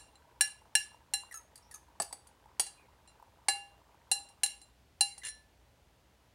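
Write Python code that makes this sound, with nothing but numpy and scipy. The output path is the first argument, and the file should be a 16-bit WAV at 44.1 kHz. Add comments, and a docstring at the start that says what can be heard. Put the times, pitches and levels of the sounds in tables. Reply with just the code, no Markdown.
"""A metal fork clinks on a glass bowl, scraping the last beaten egg into a hot skillet close by.
Each touch makes a short clack and sets the glass and the fork ringing. The tines (the fork's prongs)
stick and slip on the wet wall, which squeaks, and at the end they drag off the rim.
The egg bubbles softly in the pan and dies down once the pour ends.
A small kitchen adds short echoes, steady room noise with a faint sizzle, and an electric hum."""
import sys
import numpy as np
from scipy import signal
from scipy.fft import rfft, irfft
from scipy.io import wavfile

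SR = 44100
rng = np.random.default_rng(int(sys.argv[2]) if len(sys.argv) > 2 else 0)


def unload_wav(signal):
    """Save mono or channel-first audio to the path in sys.argv[1] as 16-bit WAV at rate SR, clipped to [-1, 1]."""
    wavfile.write(
        sys.argv[1],
        SR,
        np.round(np.clip(np.atleast_2d(signal).T, -1, 1) * 32767).astype(np.int16),
    )


N = 279594
TIME = np.arange(N) / SR
RING_TIME = np.arange(SR * 3 // 5) / SR
TOP_HZ = 16100

# A mode is one tone an object rings at; ring_s is the time a sound takes to fade by 60 dB.
# Touches of the fork: start_s, force_db, wall (0 free rim, 1 inner wall), place (along the rim),
# knock_db, crisp_db (a film of egg dulls the clack), ring_factor (multiplies the modes' ring_s)
TOUCHES = [(-0.04, -44.5, 0.01, 0.086, -69, 0, 0.88), (0.155, -74, 0, -1.3, -80, -3, 0.45),
           (0.409, -28, 0.18, 0.89, -55.5, 1.5, 0.78), (0.7524, -29, 0.02, 1, -59.5, 2, 0.64),
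           (1.1367, -36.5, 0.02, -0.38, -66, 6, 0.95), (1.3251, -61, .5, .6, -74, 2.5, 0.39),
           (1.341, -62, 0.75, 0, -75, -2, .7), (1.557, -61.5, 0.98, -0.43, -84, 10, 0.56),
           (1.577, -66, 0.75, -0.024, -82, 4, .7), (1.7122, -63, .8, 0.072, -83, 2, 0.38),
           (1.741, -61.5, 0.8, 0.12, -78, 4, 0.53), (2.0003, -42.5, 1, 0.65, -35.5, -13, 0.4),
           (2.0205, -44, 0.86, 0.14, -63, 5, 0.5), (2.127, -49.5, .9, 0.27, -51, 1, 0.46),
           (2.271, -68.5, 1, 0.41, -84.5, 11, .4), (2.5966, -31.5, 0.78, 0.047, -42, 1, 1.05),
           (2.665, -55.5, 0, -.2, -83, 0, 1), (3.075, -71.5, 0, -0.52, -85.5, -11, 1.7),
           (3.4844, -31, 0.11, -0.42, -39.5, -7.5, 1.56), (4.115, -32, 0.01, -.9, -61.5, 4.5, 1.15),
           (4.288, -67, .45, 0.56, -77.5, 0, .86), (4.434, -31.5, 0.14, -0.011, -55.5, 3.5, 1.05),
           (4.461, -43, 0.03, -.2, -77, 0, 0.44), (4.615, -63.5, 0.24, -0.9, -85.5, -10, 1.6),
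           (5.0084, -30, 0.01, -1.1, -61, -11, 0.8), (5.179, -56.5, 0.4, -0.6, -68, -4, 1.1)]
# The bowl's six rim modes: pitch_hz
RIM_PITCHES = [796, 1705, 2781, 4065, 5592, 7368]
# Each is a close pair of tones, one damped by the holding hand: damped_ring_s, free_ring_s, split_hz
RIM_PAIRS = [(0.068, 0.29, 9.2), (0.075, 0.24, 6.4), (0.044, 0.25, 7), (0.091, 0.17, 5), (0.15, .17, 5),
             (0.051, 0.082, 88)]
# How much of a touch each rim mode gets: level_db, change_per_place_db
RIM_SHARES = [(-17.5, -5.5), (-13, 9.5), (-6, 2), (-5, -3), (-10, 7), (-4.5, -1)]
# The bowl's higher modes: pitch_hz, level_db, ring_s
HIGH_GLASS_MODES = [(4445, -5, 0.013), (4680, -6.5, 0.027), (5100, -10.5, 0.033), (5996, -16, 0.052),
                    (6716, -8, 0.098), (8350, -3, 0.039), (8690, -3, .06), (9763, -1, .1),
                    (11300, -16, 0.047), (11230, -10, .08), (11540, -20, 0.059), (13500, -19, .09),
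                    (13905, -18.5, .07), (15050, -23, .05)]
# The wall's own short ping: pitch_hz, level_db, ring_s
WALL_MODES = [(4516, -2, 0.038), (4704, -3.5, 0.028)]
# The fork's stem bending: pitch_hz, level_db, ring_s
STEM_MODES = [(7970, -1, 0.16), (8257, -10, 0.075)]
# The tines ringing around their shared pitch: offset_hz, level_db, ring_s
TINE_MODES = [(-240, -0.5, .06), (-76.5, 7.5, 0.064), (30.5, 1.5, 0.031), (178, -2, .07)]
# The clack's knock, low, mid and top bands: centre_hz
CLACK_BANDS = [800, 2400, 5400, 11500]
# How much of a touch the low, mid and top bands get: level_db, change_per_place_db
CLACK_SHARES = [(-12.5, 4.5), (-12.5, -2), (-15, 3.5)]
# Tone colour of the clack, many short modes of glass and steel together: pitch_hz, level_db
CLACK_COLOUR = [(60, -25), (250, -13), (480, -6.5), (720, 3.5), (1100, 0.5), (1450, -3), (2000, 2.5),
                (3400, -4.5), (4600, -5.5), (6600, 0), (8500, -0.5), (10400, -1), (11500, 0), (12400, -14),
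                (15200, -15.5), (16000, -29)]
# How long the clack lasts: pitch_hz, ring_s
CLACK_RING_TIMES = [(300, 0.086), (1000, 0.026), (2500, 0.028), (5000, 0.049), (9000, 0.042),
                    (15000, 0.059)]
# Tines slipping on wet glass: start_s, length_s, first_hz, last_hz, level_db, brightness_db
WET_SLIPS = [(1.311, 0.0248, 1950, 1620, -49, -3), (1.341, 0.046, 1320, 1270, -43.5, 6),
             (1.622, 0.07, 5500, 5700, -69.5, -20), (1.71, .024, 1910, 1590, -55.5, 6),
             (1.74, 0.023, 1290, 1100, -45.5, 12), (2.775, .085, 2500, 2150, -68, -20.5),
             (5.05, 0.19, 2200, 1730, -68, -3), (5.217, 0.015, 2000, 1950, -50, -14)]
# Strength of the drag, one row for the bowl and one for the fork: start_db, change_db
DRAG_LEVELS = [(-42.5, -8.5), (-49.5, 8)]
# Bowl modes that the drag rings: pitch_hz, level_db, ring_s
DRAG_BOWL_MODES = [(1744, -10, 0.33), (1890, -4.5, 0.0087), (2810, -3, 0.092), (4085, -7, 0.38),
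                   (4160, -5.5, .02), (5610, -6.5, 0.24)]
# Fork modes that the drag rings: pitch_hz, level_db, ring_s
DRAG_FORK_MODES = [(6800, -7, 0.061), (7410, 0, 0.031), (8300, -21, 0.017), (9420, 2.5, 0.062),
                   (9530, -2, 0.096)]
# The drag's rasp in the four clack bands: level_db
RASP_LEVELS = [-3.5, -3, 7.5, -7]
# Wet plops of egg: start_s, relative_level_db, pitch_hz
EGG_PLOPS = [(0.945, -50, 926), (1.235, -46, 1030), (1.885, -56, 917), (2.11, -49, 923), (2.458, -52, 880),
             (3.199, -51, 910), (3.226, -47, 921), (3.945, -53.5, 886)]
# Tone colour the pan gives the bubbles: pitch_hz, level_db
PAN_COLOUR = [(200, -5.5), (600, -4.5), (790, -1), (910, 5), (1020, 1), (1200, -2), (2500, -2.5),
              (6000, -3)]
# How long the kitchen echoes: pitch_hz, ring_s
ROOM_RING_TIMES = [(200, 0.17), (1000, 0.27), (3000, 0.36), (6000, .3), (9500, .29), (12000, .2),
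                   (16000, 0.27)]
# Tone colour of the room noise and fine sizzle: pitch_hz, level_db
AIR_COLOUR = [(15, -43.5), (28, -22), (42, -7), (60, 1), (100, -6.5), (170, -12), (350, -15), (750, -16),
              (1100, -22), (3000, -24), (7000, -31), (15000, -37)]
# Hum of the mains power: pitch_hz, level_db
HUM_TONES = [(59.3, -76.5), (118.6, -82.5)]


def fork_clinks(tine_hz=9260, rise_s=0.00075):
    """Each touch of steel on glass makes a clack and rings the modes of the bowl and the fork."""
    out = np.zeros(N)
    for start_s, force_db, wall, place, knock_db, crisp_db, ring_factor in TOUCHES:
        bands_db, rim_db, stem_db = touch_levels(force_db, wall, place, knock_db, crisp_db)
        tone = rim_ring(rim_db, ring_factor)
        tone += gain_of(bands_db[2]) * ring(HIGH_GLASS_MODES, ring_factor)  # follows the mid clack
        tone += gain_of(force_db - 23.5 + 18.5 * wall) * ring(WALL_MODES)
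        tone += gain_of(stem_db) * ring(STEM_MODES, ring_factor)
        pressed_hz = tine_hz - 130 * place + 320 * wall  # tines ring higher when pressed on the wall
        tone += gain_of(force_db) * unit_start(ring(TINE_MODES, ring_factor, pressed_hz))
        clink = tone * (1 - np.exp(-RING_TIME / rise_s)) + clack(bands_db)
        add(out, start_s, kitchen_echo(clink))  # the bowl keeps moving, so each clink meets new echoes
    return out


def touch_levels(force_db, wall, place, knock_db, crisp_db, firm_db=-29.5):
    """Where and how hard the fork lands sets the dB of the clack bands, rim modes and fork stem."""
    wall_loss_db = -21 * wall  # the rim hardly rings when the wall is touched
    heavy_db = knock_db + 3.5  # a heavy knock also drives the low rim modes
    low_db, mid_db, top_db = (force_db + db + change * place for db, change in CLACK_SHARES)
    bands_db = [knock_db, max(low_db, heavy_db + wall_loss_db), mid_db + 5.5 * wall, top_db + crisp_db]
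    light_db = .12 * (firm_db - force_db)  # a light touch favours the rim over the fork
    tapped_db = [force_db + light_db + db + change * place for db, change in RIM_SHARES]
    octaves_up = np.log2(np.divide(RIM_PITCHES, RIM_PITCHES[0]))
    rim_db = np.maximum(tapped_db, heavy_db - 4.5 * octaves_up) + wall_loss_db
    rim_db[0] += 8.5 * wall  # the lowest mode flexes the whole bowl, so a wall touch still reaches it
    stem_db = max(force_db - 22.5, knock_db - 11) + 8.5 * wall
    return bands_db, rim_db, stem_db


def rim_ring(levels_db, ring_factor, free_gain=0.57, sway_db=2):
    """The two tones of each rim pair start together, then drift in and out of step."""
    tone = 0
    phases = rng.random(len(RIM_PAIRS))
    for db, hz, (damped_s, free_s, split_hz), phase in zip(levels_db, RIM_PITCHES, RIM_PAIRS, phases):
        damped = mode(hz, damped_s * ring_factor, phase)
        free = free_gain * mode(hz + split_hz, free_s * ring_factor, phase)
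        sway = gain_of(sway_db * wobble(len(RING_TIME), 4000))  # the bowl turns in the hand
        tone += gain_of(db) * unit_start(sway * (damped + free))
    return tone


def clack(bands_db, boost_db=10, rebound=0.26, bounce_s=0.0038):
    """The tines tick and bounce on the glass, over a burst of dense, short ringing."""
    burst = dying_noise(CLACK_RING_TIMES)
    tick = 0.4 * np.linalg.norm(burst)
    gaps_s = bounce_s * rng.uniform(0.45, 2, 4)
    for bounce, start_s in enumerate(np.cumsum(gaps_s) - gaps_s[0]):
        add(burst, start_s, np.array([tick * rebound ** bounce]))
    bands = list(zip(CLACK_BANDS, bands_db))
    shaped = coloured(unit_start(burst), lambda hz: look_up(CLACK_COLOUR, hz) + look_up(bands, hz))
    return gain_of(boost_db) * shaped


def fork_squeaks(edge_s=.002, fade_db=-7.5, flutter_db=3, peak_width_hz=330):
    """Tines stick and slip in a gliding tone; its overtones flare where the fork likes to ring."""
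    out = np.zeros(N)
    for start_s, length_s, first_hz, last_hz, level_db, brightness_db in WET_SLIPS:
        t = np.arange(0, length_s, 1 / SR)
        hz = first_hz + (last_hz - first_hz) * (t / length_s) ** 2.5  # holds at first, then slides
        db = level_db + fade_db * t / length_s  # the tines lose grip
        jitter = np.interp(db, [-66, -54], [.035, .007])  # light contact slips less regularly
        hz *= 1 + jitter * wobble(len(t), 120)
        db += flutter_db * wobble(len(t), 300)  # the grip is uneven
        angle = 2 * np.pi * np.cumsum(hz) / SR
        multiples = np.arange(2, 13)[:, None]
        fork_peaks = sum(gain_of(peak_db) / (1 + ((multiples * hz - peak_hz) / peak_width_hz) ** 2)
                         for peak_hz, peak_db in [(6500, 0), (9200, -3), (11500, -12)])
        overtones = gain_of(brightness_db) * (gain_of(-24) + fork_peaks) * (multiples * hz < TOP_HZ)
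        tone = np.sin(angle) + (overtones * np.sin(multiples * angle)).sum(0)
        tone /= np.sqrt((1 + (overtones ** 2).sum(0)) / 2)
        grip = np.minimum(t / edge_s, 1) * np.minimum((length_s - t) / edge_s, 1)
        add(out, start_s, grip * gain_of(db) * tone)
    # a squeak that glides through the second rim mode leaves it ringing
    bowl = mode(RIM_PITCHES[1], ring_s=.25)
    return out + gain_of(19) * signal.fftconvolve(out, bowl / abs(bowl).sum())[:N]


def rim_drag(start_s=5.233, length_s=0.058, slips_per_s=900, rasp_db=-10):
    """A quick run of uneven slips rings the bowl, then mostly the fork as it leaves the rim."""
    t = np.arange(0, length_s, 1 / SR)
    slips = unit_level(random_ticks(len(t), slips_per_s))
    out = np.zeros(N)
    for (start_db, change_db), modes in zip(DRAG_LEVELS, (DRAG_BOWL_MODES, DRAG_FORK_MODES)):
        one_slip = unit_energy(ring(modes)) + gain_of(rasp_db) * unit_energy(clack(RASP_LEVELS))
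        strength = gain_of(start_db + change_db * t / length_s)
        add(out, start_s, signal.fftconvolve(slips * strength, one_slip))
    return out


def frying_egg(count=2200, centre_hz=1000, pour_end_s=4.2, settle_s=.6, plop_boost_db=6):
    """Many small bubbles, growing quieter once no more egg runs in, and a few larger plops."""
    bubbles = np.zeros(N)
    starts_s = rng.random(count) * N / SR
    pitches_hz = centre_hz * np.exp(.45 * rng.standard_normal(count))
    levels_db = 3 * np.minimum(rng.exponential(1, count), 3)
    for start_s, hz, db in zip(starts_s, pitches_hz, levels_db):
        add(bubbles, start_s, gain_of(db) * bubble(hz))
    pour_db = np.interp(TIME, [pour_end_s, pour_end_s + settle_s], [-69.5, -80])
    out = unit_level(coloured(bubbles, lambda hz: look_up(PAN_COLOUR, hz))) * gain_of(pour_db)
    for start_s, db, hz in EGG_PLOPS:
        add(out, start_s, gain_of(db + plop_boost_db) * bubble(hz))
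    return out


def bubble(hz, ring_cycles=16, pop_gain=0.18):
    """A bubble in thick egg rings very briefly, with a noisy pop from its skin."""
    t = RING_TIME[:SR // 40]
    rise, fade = 1 - np.exp(-t * hz * 2), fade_out(t, ring_cycles / hz)
    pop = pop_gain * fade * rng.standard_normal(len(t))
    return rise * fade * (np.sin(2 * np.pi * hz * t) + pop)


def kitchen_echo(sound, early_db=-10, tail_db=-11, build_s=0.0063):
    """Adds early echoes off the stove and wall, and the short tail of the room."""
    tail = dying_noise(ROOM_RING_TIMES) * (1 - np.exp(-(RING_TIME / build_s) ** 2))
    early = random_ticks(len(RING_TIME), per_s=900) * fade_out(RING_TIME, ring_s=.08)
    echo = gain_of(tail_db) * unit_energy(tail) + gain_of(early_db) * unit_energy(early)
    return sound + signal.fftconvolve(sound, echo)[:len(sound)]


def room_noise(air_db=-67):
    """Steady room noise with a faint sizzle and the hum of the mains power."""
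    colour = gain_of(look_up(AIR_COLOUR, np.fft.rfftfreq(N, 1 / SR)))
    air = irfft(rfft(rng.standard_normal(N)) * colour, N)
    hum = sum(gain_of(db) * unit_level(np.sin(2 * np.pi * (hz * TIME + rng.random())))
              for hz, db in HUM_TONES)
    return gain_of(air_db) * unit_level(air) + hum


def ring(modes, ring_factor=1, shift_hz=0):
    """Several modes struck together."""
    return sum(gain_of(db) * unit_start(mode(hz + shift_hz, ring_s * ring_factor, rng.random()))
               for hz, db, ring_s in modes)


def mode(hz, ring_s, phase_turns=0):
    """One pure tone dying away."""
    return np.sin(2 * np.pi * (hz * RING_TIME + phase_turns)) * fade_out(RING_TIME, ring_s)


def fade_out(t, ring_s):
    """A fade that falls 60 dB every ring_s."""
    return np.exp(-np.log(1000) * t / ring_s)


def dying_noise(ring_times):
    """Noise in which each band of pitch dies at its own speed."""
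    hz, t, bands = signal.stft(rng.standard_normal(len(RING_TIME)), SR, nperseg=128)
    fades = gain_of(-60 * t / look_up(ring_times, hz)[:, None])
    return signal.istft(bands * fades, SR)[1][:len(RING_TIME)]


def random_ticks(count, per_s):
    """Ticks of random size at random moments."""
    return rng.standard_normal(count) * (rng.random(count) < per_s / SR)


def wobble(count, span):
    """A smooth random curve that changes about every span samples."""
    return unit_level(signal.fftconvolve(rng.standard_normal(count), signal.windows.hann(span), "same"))


def coloured(sound, db_at):
    """Turns each pitch up or down by db_at(hz), with no ringing ahead of the sound."""
    log_gain = np.log(gain_of(db_at(abs(np.fft.fftfreq(2048, 1 / SR)))))
    taps = np.fft.ifft(np.exp(np.conj(signal.hilbert(log_gain)))).real
    return signal.fftconvolve(sound, taps)[:len(sound)]


def look_up(table, hz):
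    """Reads between the rows of a (pitch_hz, value) table on a musical pitch scale."""
    pitches_hz, values = np.transpose(table)
    return np.interp(np.log(hz + 1), np.log(pitches_hz + 1), values)


def add(mix, start_s, sound):
    """Mixes a sound in at start_s, cutting off what does not fit."""
    start = round(start_s * SR)
    sound = sound[max(-start, 0):]
    part = mix[max(start, 0):][:len(sound)]
    part += sound[:len(part)]


def gain_of(db):
    """Turns decibels into a multiplier."""
    return 10 ** (np.asarray(db) / 20)


def unit_level(x):
    """Scales to an average (rms) level of 1."""
    return x / np.sqrt(np.mean(x ** 2) + 1e-20)


def unit_start(x):
    """Scales so the first 50 ms have an average (rms) level of 1."""
    return x / np.sqrt(np.mean(x[:SR // 20] ** 2) + 1e-20)


def unit_energy(x):
    """Scales to a total energy of 1."""
    return x / np.linalg.norm(x)


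def scene():
    """Fork, bowl and pan in the kitchen, as one channel."""
    return (fork_clinks() + kitchen_echo(fork_squeaks() + rim_drag() + frying_egg()) + room_noise())[None]


def record(dry):
    """Cuts the treble above TOP_HZ."""
    low_pass = signal.firwin(255, TOP_HZ, window=("kaiser", 9), fs=SR)
    return signal.oaconvolve(dry, low_pass[None], "same")


dry = scene()
out = record(dry)
unload_wav(out)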